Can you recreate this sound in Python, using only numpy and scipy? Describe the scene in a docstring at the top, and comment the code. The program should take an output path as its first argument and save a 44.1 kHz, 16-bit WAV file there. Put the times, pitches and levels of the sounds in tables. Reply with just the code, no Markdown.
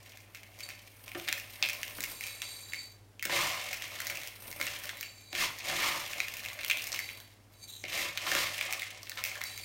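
"""In a small hard kitchen a fridge hums steadily; one microphone stands close, and both channels carry it.
From the start brittle fried strands fall from a hand: random cracks rustle and drum on a plastic bowl.
Larger pieces soon snap, as struck resonances with splinters, and strands make a glass jar's modes tinkle.
Then come knocks on the bowl, and digs into the heap that swell the rustle with a deep crunch.
Near 7.7 s the jar shifts with a broader, duller ring; its last slide rings bright. The room adds a short tail."""
import sys
import numpy as np
from scipy import signal
from scipy.fft import rfft, irfft
from scipy.io import wavfile
from scipy.ndimage import uniform_filter1d

SR = 44100
rng = np.random.default_rng(int(sys.argv[2]) if len(sys.argv) > 2 else 0)


def bounce(signal):
    """Save signal as a 16-bit WAV file at the path given by the first command-line argument."""
    frames = np.transpose(np.atleast_2d(signal))
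    limited = np.clip(frames, -1, 1)
    pcm = np.round(limited * 32767).astype(np.int16)
    wavfile.write(sys.argv[1], SR, pcm)


N = 425124
T = np.arange(N) / SR  # seconds

# Resonances of the plastic bowl: (frequency [Hz], width [Hz], level [dB])
BOWL_MODES = [(161, 16, -4), (241, 59, -10.5), (348, 28, 1.5), (517, 32, -7), (591.7, 39, 6.5),
              (656, 18, -1), (740, 30, -2.5), (1080, 200, -13.5)]


def undb(db):
    """Decibels to gain."""
    return 10 ** (np.asarray(db) / 20)


def unit(x):
    """Scale to rms 1."""
    return x / np.sqrt(np.mean(x ** 2))


def peaked(x, db):
    """Scale so that the highest peak has this level."""
    return x * undb(db) / np.max(np.abs(x))


def level_curve(points):
    """Gain along straight lines between (time [s], level [dB]) points; -120 dB outside them."""
    return undb(np.interp(T, *np.transpose(points), left=-120, right=-120))


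def wander(size):
    """Slow chance, smoothed twice over this many samples; rms 1."""
    smooth = uniform_filter1d(rng.standard_normal(N), size=size)
    return unit(uniform_filter1d(smooth, size=size))


def band(x, lo_hz, hi_hz):
    """Band-pass."""
    return signal.sosfilt(signal.butter(2, [lo_hz, hi_hz], "band", fs=SR, output="sos"), x)


def ring(x, hz, width):
    """One resonance, gain 1 at its centre."""
    return signal.lfilter(*signal.iirpeak(hz, hz / width, fs=SR), x)


def body(x, modes):
    """A struck object: the sum of its resonances, neighbours in opposite phase."""
    return sum((-1) ** k * undb(db) * ring(x, hz, width) for k, (hz, width, db) in enumerate(modes))


def colour(x, points):
    """Causal filter with the given spectrum, built from the cepstrum of the log gain."""
    hz, db = np.transpose(points)
    grid_hz = np.linspace(1, SR / 2, num=2049)
    log_gain = np.interp(np.log(grid_hz), np.log(hz), db) * np.log(10) / 20
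    cepstrum = irfft(log_gain)
    # Folding the second half onto the first gives minimum phase.
    cepstrum[1:2048] *= 2
    cepstrum[2049:] = 0
    return signal.oaconvolve(x, irfft(np.exp(rfft(cepstrum))))[:N]


def cracks(rate, spread_db, length_s):
    """Random short crackles, rate a second, many small and few large; mean power about 1 at any rate."""
    share = np.clip(rate / SR, 0, 1)
    chance = rng.random((2, N))
    size = undb(spread_db * np.minimum(-np.log(1 - chance[1]), 4))
    power = (chance[0] < share) * size ** 2 / (share * np.mean(size ** 2))
    fade = np.exp(-1 / (length_s * SR))
    envelope = np.sqrt(signal.lfilter([1 - fade], [1, -fade], power))
    return envelope * rng.standard_normal(N)


def blows(count, length_s, splinters):
    """Sudden pushes that fray into uneven noise, one row each."""
    t = np.arange(SR // 8) / SR
    noise = rng.standard_normal((count, 2, len(t)))
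    noise[:, 0, 0] = 3  # every push starts with a firm edge
    uneven = uniform_filter1d(noise[:, 1], size=150, axis=1) ** 2 * 150
    return noise[:, 0] * (np.exp(-t / length_s) + splinters * uneven * np.exp(-t / 0.018))


def kitchen():
    """Fridge tones, sines that waver together in level, over quiet room noise."""
    # Fridge tones before the waver: (frequency [Hz], level [dB])
    fridge_tones = [(100.2, -61.5), (114.4, -71), (44.1, -73.5)]
    # Shape of the room noise: (frequency [Hz], relative density [dB per Hz])
    air_shape = [(30, -49), (50, -14), (140, -19.5), (260, -15.5), (400, -19), (650, -21), (1300, -27),
                 (4000, -32.5), (15000, -39)]
    air_db, waver_db = -63.5, 1.3
    hum = sum(np.sqrt(2) * undb(db) * np.sin(2 * np.pi * hz * T) for hz, db in fridge_tones)
    hum *= undb(waver_db * wander(size=4000))
    return hum + undb(air_db) * unit(colour(rng.standard_normal(N), air_shape))


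def falling_power():
    """Power of the rustle and of the crisp edge as strands fall from the hand."""
    # One list for each stretch of falling strands:
    # (time [s], rustle level [dB], crisp edge against the rustle [dB])
    stretches = [
        [(0.0, -55.5, -9), (0.364, -64, -2), (0.678, -53, -7), (0.854, -59.5, -4), (1.05, -63.5, 6)],
        [(1.06, -54, -3), (1.12, -58.5, 3), (1.26, -48.5, -5), (1.46, -53.5, -1.5), (1.66, -49.5, -2),
         (1.79, -51, -0.5), (2.1, -51, 3.5), (2.38, -53, -5.5), (2.74, -61.5, 4.5), (2.95, -70, 0),
         (3.1, -99, -13)],
        [(3.45, -38, -11), (3.866, -46, -8), (4.14, -46.5, -5), (4.284, -49, -3), (4.36, -58.5, 0),
         (4.444, -53.5, 5.5), (4.58, -54.5, 5), (4.614, -44.5, -2), (4.752, -44.5, -10), (4.856, -47, -2.5),
         (5.068, -57, -7), (5.3, -71, 5)],
        [(5.5, -48.5, 0), (5.576, -49, -10), (5.71, -46.5, -23), (5.836, -44, -15), (5.938, -41.5, -8.5),
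         (6.51, -51, -4.5), (6.852, -48, -1.5), (7.086, -54, -1.5), (7.226, -60.5, 2.5), (7.45, -73, -21)],
        [(7.5, -69, -3), (7.672, -72, 7), (7.78, -80, -12), (7.95, -60, -12)],
        [(8.15, -46, -17), (8.394, -44, -9), (8.668, -40.5, -13.5), (8.872, -48.5, -27), (9.12, -58, 1),
         (9.27, -45, -12.5), (9.64, -55.5, -0.5)],
    ]
    fall, crisp = np.zeros(N), np.zeros(N)
    for s, db, edge_db in map(np.transpose, stretches):
        gain = level_curve(list(zip(s, db)))
        fall += gain ** 2
        crisp += (gain * undb(np.interp(T, s, edge_db))) ** 2
    return fall, crisp


def heap():
    """Strands crack against each other, the more the harder they are stirred; thick ones crack lower."""
    # Shape of the rustle: (frequency [Hz], relative density [dB per Hz])
    rustle_shape = [(410, -21), (700, -21), (816, -31), (1180, -2.5), (1520, -4), (1720, 4), (2170, 7),
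                    (2950, 1), (5380, -3), (8000, -5.5), (10400, -6), (17600, -120)]
    # Shape of the crisp edge: (frequency [Hz], relative density [dB per Hz])
    edge_shape = [(2940, 7.5), (5000, -83), (5380, -48), (7750, 4.5), (8710, 11), (10300, 7), (14200, 10.5),
                  (16000, 2.5)]
    # Loose strands of three sizes: pitch [Hz]
    strand_pitches = [1700, 2300, 2800]
    fall_drum_db, fall_deep_db, tick_db = -9.5, -17.5, -10.5  # against the rustle of falling strands
    dig_edge_db = -8.5  # against the rustle of a dig
    thud_db = -16  # against the deep crunch
    deep_lag_s = 0.024  # the fingers reach the bottom after the loudest rustle
    light_hz = 396  # falling strands are too light to move the bowl below this
    bowl_wander_db = 2  # each mode swells and fades alone as the strands move

    fall, crisp = falling_power()
    dig, deep = dig_power(), dig_power(deep_lag_s, deep=1)
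    rustle = np.sqrt(dig + fall)
    rate = 150 + 200 * (rustle / undb(-54.5)) ** 1.1  # cracks a second
    thick, middle, thin, fine = (cracks(rate, spread_db=6.5, length_s=0.0035) for _ in range(4))

    sizes = sum(ring(cracks(rate / 3, spread_db=3.5, length_s=0.0025), hz, 510) for hz in strand_pitches)
    tinted = 0.79 * sizes + ring(thin, 3800, 5700) + ring(fine, 6130, 4500)
    tinted += 0.063 * (thick + middle + thin)
    out = rustle * unit(colour(tinted, rustle_shape))

    # The same cracks drum on the bowl.
    drum = sum(undb(bowl_wander_db * wander(size=2500)) * body(thick + middle, [mode])
               for mode in BOWL_MODES)
    light_drum = band(band(drum, light_hz, 3700), light_hz, 3700)
    out += np.sqrt(dig_power(on_bowl=1)) * unit(drum)
    out += np.sqrt(fall) * undb(fall_drum_db) * unit(light_drum)

    crunch = np.sqrt(deep + fall * undb(2 * fall_deep_db))
    out += crunch * unit(band(thick, 847, 1287))
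    # The pressed bowl thuds on the counter.
    out += np.sqrt(deep) * undb(thud_db) * unit(ring(thick, 130, 59))

    # Lone falling pieces tick.
    ticks = cracks(np.full(N, 70.), spread_db=4, length_s=0.0008)
    tick_sound = ring(ticks, 2500, 980) + 0.91 * band(ticks, 6900, 22000)
    out += np.sqrt(fall) * undb(tick_db) * unit(tick_sound)

    dust = 0.86 * rng.standard_normal(N)  # crumbs too small to tell apart
    edge = np.sqrt(dig * undb(2 * dig_edge_db) + crisp)
    return out + edge * unit(colour(thin + fine + dust, edge_shape))


def snaps():
    """Each larger piece rings briefly on its own pitch under a bright click and scatters splinters."""
    # Single snaps before trims: (time [s], peak level [dB], pitch [Hz], brightness against the peak [dB])
    pieces = [(0.1206, -39, 2450, -13), (0.173, -37.5, 2380, -6.5), (0.348, -32.5, 2400, -10),
              (0.4327, -37, 2300, -12), (0.5895, -47, 2030, 3), (0.606, -29.5, 2400, -8),
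              (0.6894, -30, 2680, -9.5), (0.7037, -31, 2380, -18), (1.0797, -32, 2520, -13),
              (1.1174, -30.5, 2400, -16), (1.1492, -29, 1680, -17), (1.1983, -28, 2560, -15),
              (1.2481, -37, 2430, -15), (1.2785, -20.5, 2340, -23), (1.2856, -14, 2350, -17),
              (1.3268, -14, 2400, -10.5), (1.3774, -28, 2160, -11), (1.399, -29, 2570, -7),
              (1.6265, -6.5, 2480, -23), (1.6881, -22.5, 2490, -5.5), (1.732, -26, 2540, -7),
              (1.803, -36.5, 2500, -10), (1.8314, -20, 2600, -8.5), (1.88, -26.5, 2400, -12),
              (2.0057, -25, 2430, -1.5), (2.029, -27, 6000, -12), (2.0383, -19, 2520, -7.5),
              (2.043, -24.5, 2450, -9), (2.209, -25.5, 2360, -12), (2.219, -34, 7500, -6),
              (2.2384, -24, 2440, -9), (2.267, -26.5, 2440, -6), (2.4187, -20.5, 2400, -12),
              (2.722, -32, 2550, -18), (2.7342, -21, 2200, -15), (3.195, -31, 2700, -15),
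              (3.2259, -23, 2150, -8), (3.253, -19, 2310, -8), (3.2974, -22.5, 1700, -22),
              (3.7298, -22, 2450, -9.5), (3.8221, -23.5, 2380, -12), (3.907, -37, 2330, -17),
              (3.9415, -40, 2030, -13), (3.9559, -30, 2110, -27), (4.0023, -23.5, 2040, -11),
              (4.0457, -43, 2310, -18), (4.0693, -27.5, 2180, 0), (4.0991, -21.5, 2280, -14),
              (4.153, -30, 2500, -8), (4.1722, -27, 2550, -8), (4.2153, -30, 2300, -18),
              (4.234, -28.5, 2130, -11), (4.2741, -30.5, 3020, -4), (4.514, -30.5, 2300, -5),
              (4.601, -31, 2320, -6), (4.613, -18, 2260, -14), (4.6263, -28, 2330, -7.5),
              (4.668, -23, 2100, -7), (4.675, -25, 2450, -19), (4.737, -34, 1810, -15),
              (4.7631, -27, 2310, -33), (4.8367, -31, 1760, -7), (4.8555, -32.5, 2950, -4),
              (4.8927, -23, 2180, -12), (5.01, -25, 2100, -4), (5.029, -25, 2560, -12),
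              (5.329, -25.5, 2330, -17), (5.351, -20.5, 2340, -19), (5.5873, -34.5, 4460, -5),
              (5.6067, -28.5, 2420, -22), (5.6988, -20.5, 1800, -17), (6.098, -33, 2310, -21),
              (6.1313, -20.5, 2410, -20), (6.2029, -13.5, 2390, -22), (6.283, -24, 2650, -12),
              (6.3395, -29, 2260, -6), (6.3688, -29.5, 2600, -7), (6.4362, -32, 2010, -16),
              (6.4507, -24, 2510, -12), (6.4857, -26, 2360, -16), (6.5313, -32.5, 2520, -6),
              (6.59, -27.5, 2330, -27), (6.6093, -28, 2520, -20), (6.633, -25, 2300, -21),
              (6.647, -19.5, 2880, -9.5), (6.6814, -29, 2380, 1), (6.699, -12, 2480, -19),
              (6.729, -32, 2260, -6), (6.772, -25.5, 3500, -9), (6.795, -25, 2440, -26),
              (6.8207, -28, 2720, -3), (6.841, -33, 2490, 1), (6.8698, -27, 2480, -6),
              (6.919, -23.5, 4630, -17), (6.945, -20, 2460, -12), (6.991, -18.5, 2200, -11),
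              (7.0898, -27, 2370, -29), (7.202, -35, 1900, -8), (7.8395, -25.5, 2260, -30),
              (7.8514, -29, 2430, -27), (7.8829, -29.5, 2510, -25), (8.1749, -14.5, 2430, -16),
              (8.269, -22, 1740, -28), (8.3166, -17, 1870, -13), (8.351, -15, 1680, -14),
              (8.5903, -24, 2400, -23), (8.6108, -16.5, 2280, -17), (8.7081, -25, 2330, -16),
              (8.726, -20.5, 2480, -5.5), (8.734, -24.5, 2330, -10), (8.7952, -26.5, 3520, -11),
              (8.8199, -24, 2220, -15), (9.031, -39.5, 5000, 1), (9.0702, -32, 1890, -20),
              (9.074, -34, 2190, -14), (9.0959, -27, 2530, -2), (9.1176, -26, 2010, -24),
              (9.1739, -24.5, 2130, -22), (9.192, -29, 1200, -19), (9.239, -21, 2600, -3.5),
              (9.2508, -27, 2560, -18), (9.2755, -31, 2350, -5), (9.3154, -29, 2340, -21),
              (9.355, -30, 1800, -16), (9.4153, -22, 2300, -13.5), (9.4378, -26.5, 2160, -2.5),
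              (9.5768, -29.5, 2330, -5)]
    sharp_db, crisp_db = 5.5, 10  # upper middle and top, against the brightness
    base_width_hz, base_hz = 650, 2460  # pieces pitched above base_hz ring much more briefly
    out = np.zeros(N + SR)
    for (s, db, hz, bright_db), push in zip(pieces, blows(len(pieces), 0.00098, 0.16)):
        width = min(base_width_hz * max(hz / base_hz, 1) ** 2, hz)
        pitched = ring(ring(push, hz, width), hz, width)
        sound = peaked(pitched + 0.45 * band(push, 1960, 4130), db - 0.5)
        sound += peaked(band(push, 3400, 6620), db + bright_db + sharp_db)
        sound += peaked(band(push, 14000, 22000), db + bright_db + crisp_db)
        out[int(s * SR):][:len(push)] += sound
    return out[:N]


def jar():
    """Strands skitter over the glass and keep its modes ringing, each in its own time."""
    # Strands sliding on glass, a list a slide, before the trim: (time [s], level [dB])
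    slides = [
        [(0.622, -75), (0.632, -45.5), (0.665, -56), (0.7, -66)],
        [(1.95, -76), (2.12, -57), (2.27, -47), (2.38, -53), (2.47, -48.5), (2.676, -56), (2.81, -48),
         (2.9, -62), (2.98, -78), (3.05, -96)],
        [(4.93, -68), (5.06, -52), (5.135, -61), (5.18, -57.5), (5.27, -59.5), (5.33, -55)],
        [(6.9, -75), (6.99, -52), (7.2, -62.5), (7.31, -78)],
        [(7.53, -73), (7.622, -63), (7.634, -47), (7.66, -59), (7.68, -72)],
        [(9.45, -49.5), (9.622, -59), (9.64, -43)],
    ]
    # Resonances of the glass: (frequency [Hz], width [Hz], level [dB])
    glass_modes = [(2390, 99, -8), (3960, 80, -3.5), (4547, 58, 1.5), (6450, 200, -11), (7230, 200, -8.5),
                   (8420, 100, -6), (9800, 140, -15), (11600, 220, -17)]
    # Strands shifting in the nearly full jar, before the trim: (time [s], level [dB])
    shift = [(7.672, -66), (7.684, -50), (7.714, -49.5), (7.84, -59)]
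    # Broader, duller resonances of that shift: (frequency [Hz], width [Hz], level [dB])
    shift_modes = [(3940, 240, 2), (6550, 800, -5), (7400, 300, -5), (8500, 550, -7), (12500, 2000, -11)]
    # Extra level of the glass modes above 8 kHz: (time [s], level [dB])
    shrill_points = [(2.6, 2.5), (2.72, -8), (7.3, -12), (7.6, 3.5)]
    glass_wander_db = 2  # each mode swells and fades alone as the strands move
    shrill = undb(np.interp(T, *np.transpose(shrill_points)))
    out = np.zeros(N)
    for spans, modes, trim_db in ((slides, glass_modes, 2), ([shift], shift_modes, 1.5)):
        slide = sum(level_curve(points) for points in spans)
        taps = cracks(np.full(N, 1200.), spread_db=1.5, length_s=0.0019)
        scale = undb(trim_db) / np.std(body(taps, modes))
        for mode in modes:
            touch = slide * undb(glass_wander_db * wander(size=2500))
            if modes is glass_modes and mode[0] > 8000:
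                touch = touch * shrill
            out += scale * body(touch * taps, [mode])
    return out


def knocks():
    """Fingers and lumps knock on the bowl: its modes ring, with a hard rap and a low thud."""
    # Before trims: (time [s], peak level [dB], hard rap against the peak [dB], low thud against it [dB])
    hits = [(1.153, -34, 1.5, -5.5), (1.286, -42.5, -13, -27), (1.627, -40.5, -19, -18),
            (1.986, -42, 11.5, -0.5), (3.256, -38.5, -2, -3), (3.296, -35, 10, -12), (3.327, -32, -7, -13),
            (4.106, -43.5, 8, -9), (4.599, -39.5, 5, -29), (5.331, -38.5, -1, -12), (5.698, -42, 1, -6),
            (5.727, -30.5, -3, -22), (5.839, -45, 1, -2), (5.862, -44, 3, -13), (5.965, -45, 8, -24),
            (6.94, -47, 13.5, -17), (7.839, -40.5, -9, -4), (8.266, -41.5, 16, -23), (8.318, -35, -1, -13),
            (8.351, -30, 6.5, -16), (9.171, -56, 18, -10), (9.411, -56, 21, -11)]
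    out = np.zeros(N + SR)
    for (s, db, hard_db, thud_db), push in zip(hits, blows(len(hits), 0.0012, 0.18)):
        sound = peaked(body(push, BOWL_MODES), db + 1.5)
        sound += peaked(band(push, 780, 1700), db + hard_db + 2)
        sound += peaked(band(push, 165, 354), db + thud_db + 2)
        out[int(s * SR):][:len(push)] += sound
    return out[:N]


def dig_power(lag_s=0, on_bowl=0, deep=0):
    """Power of fingers digging into the heap: each dig rises and falls as a lopsided bell."""
    # (loudest moment [s], rustle level [dB], rise [s], fall [s],
    #  drumming on the bowl against the level [dB], deep crunch against the level [dB])
    digs = [(3.366, -31, 0.065, .12, -9.5, -7.5), (5.41, -31.5, 0.05, 0.063, -10.5, -11.5),
            (5.70, -37, 0.055, 0.13, -8, -17.5), (5.838, -32.5, 0.076, 0.12, -11.5, -7),
            (8.002, -34.5, 0.092, 0.087, -11.5, -15.5), (8.354, -33.5, 0.12, 0.13, -9, -11.5)]
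    out = np.zeros(N)
    for s, db, rise_s, fall_s, drum_db, deep_db in digs:
        t = T - s - lag_s
        bell = np.exp(-2 * (t / np.where(t < 0, rise_s, fall_s)) ** 2)
        out += undb(2 * (db + on_bowl * drum_db + deep * deep_db)) * bell
    return out


def room_tail(near):
    """The tail that tiles and counters return: decaying noise, its treble softened."""
    t60_s, tail_db = 0.39, -7.5
    t = np.arange(SR // 2) / SR
    tail = rng.standard_normal(len(t)) * 1000. ** (-t / t60_s) * (t > .002)
    tail = signal.lfilter([1], [1, -.4], tail)
    return undb(tail_db) * signal.oaconvolve(near, tail / np.sqrt(np.sum(tail ** 2)))[:N]


def scene():
    """All handling sounds close to the microphone, their room tail and the kitchen, alike in both channels."""
    near = heap() + snaps() + jar() + knocks()
    return np.tile(near + room_tail(near) + kitchen(), (2, 1))


def record(dry):
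    """The recorder cuts the top steeply."""
    top_hz = 15900
    return signal.sosfilt(signal.ellip(12, .2, 100, top_hz, fs=SR, output="sos"), dry)


dry = scene()
out = record(dry)
bounce(out)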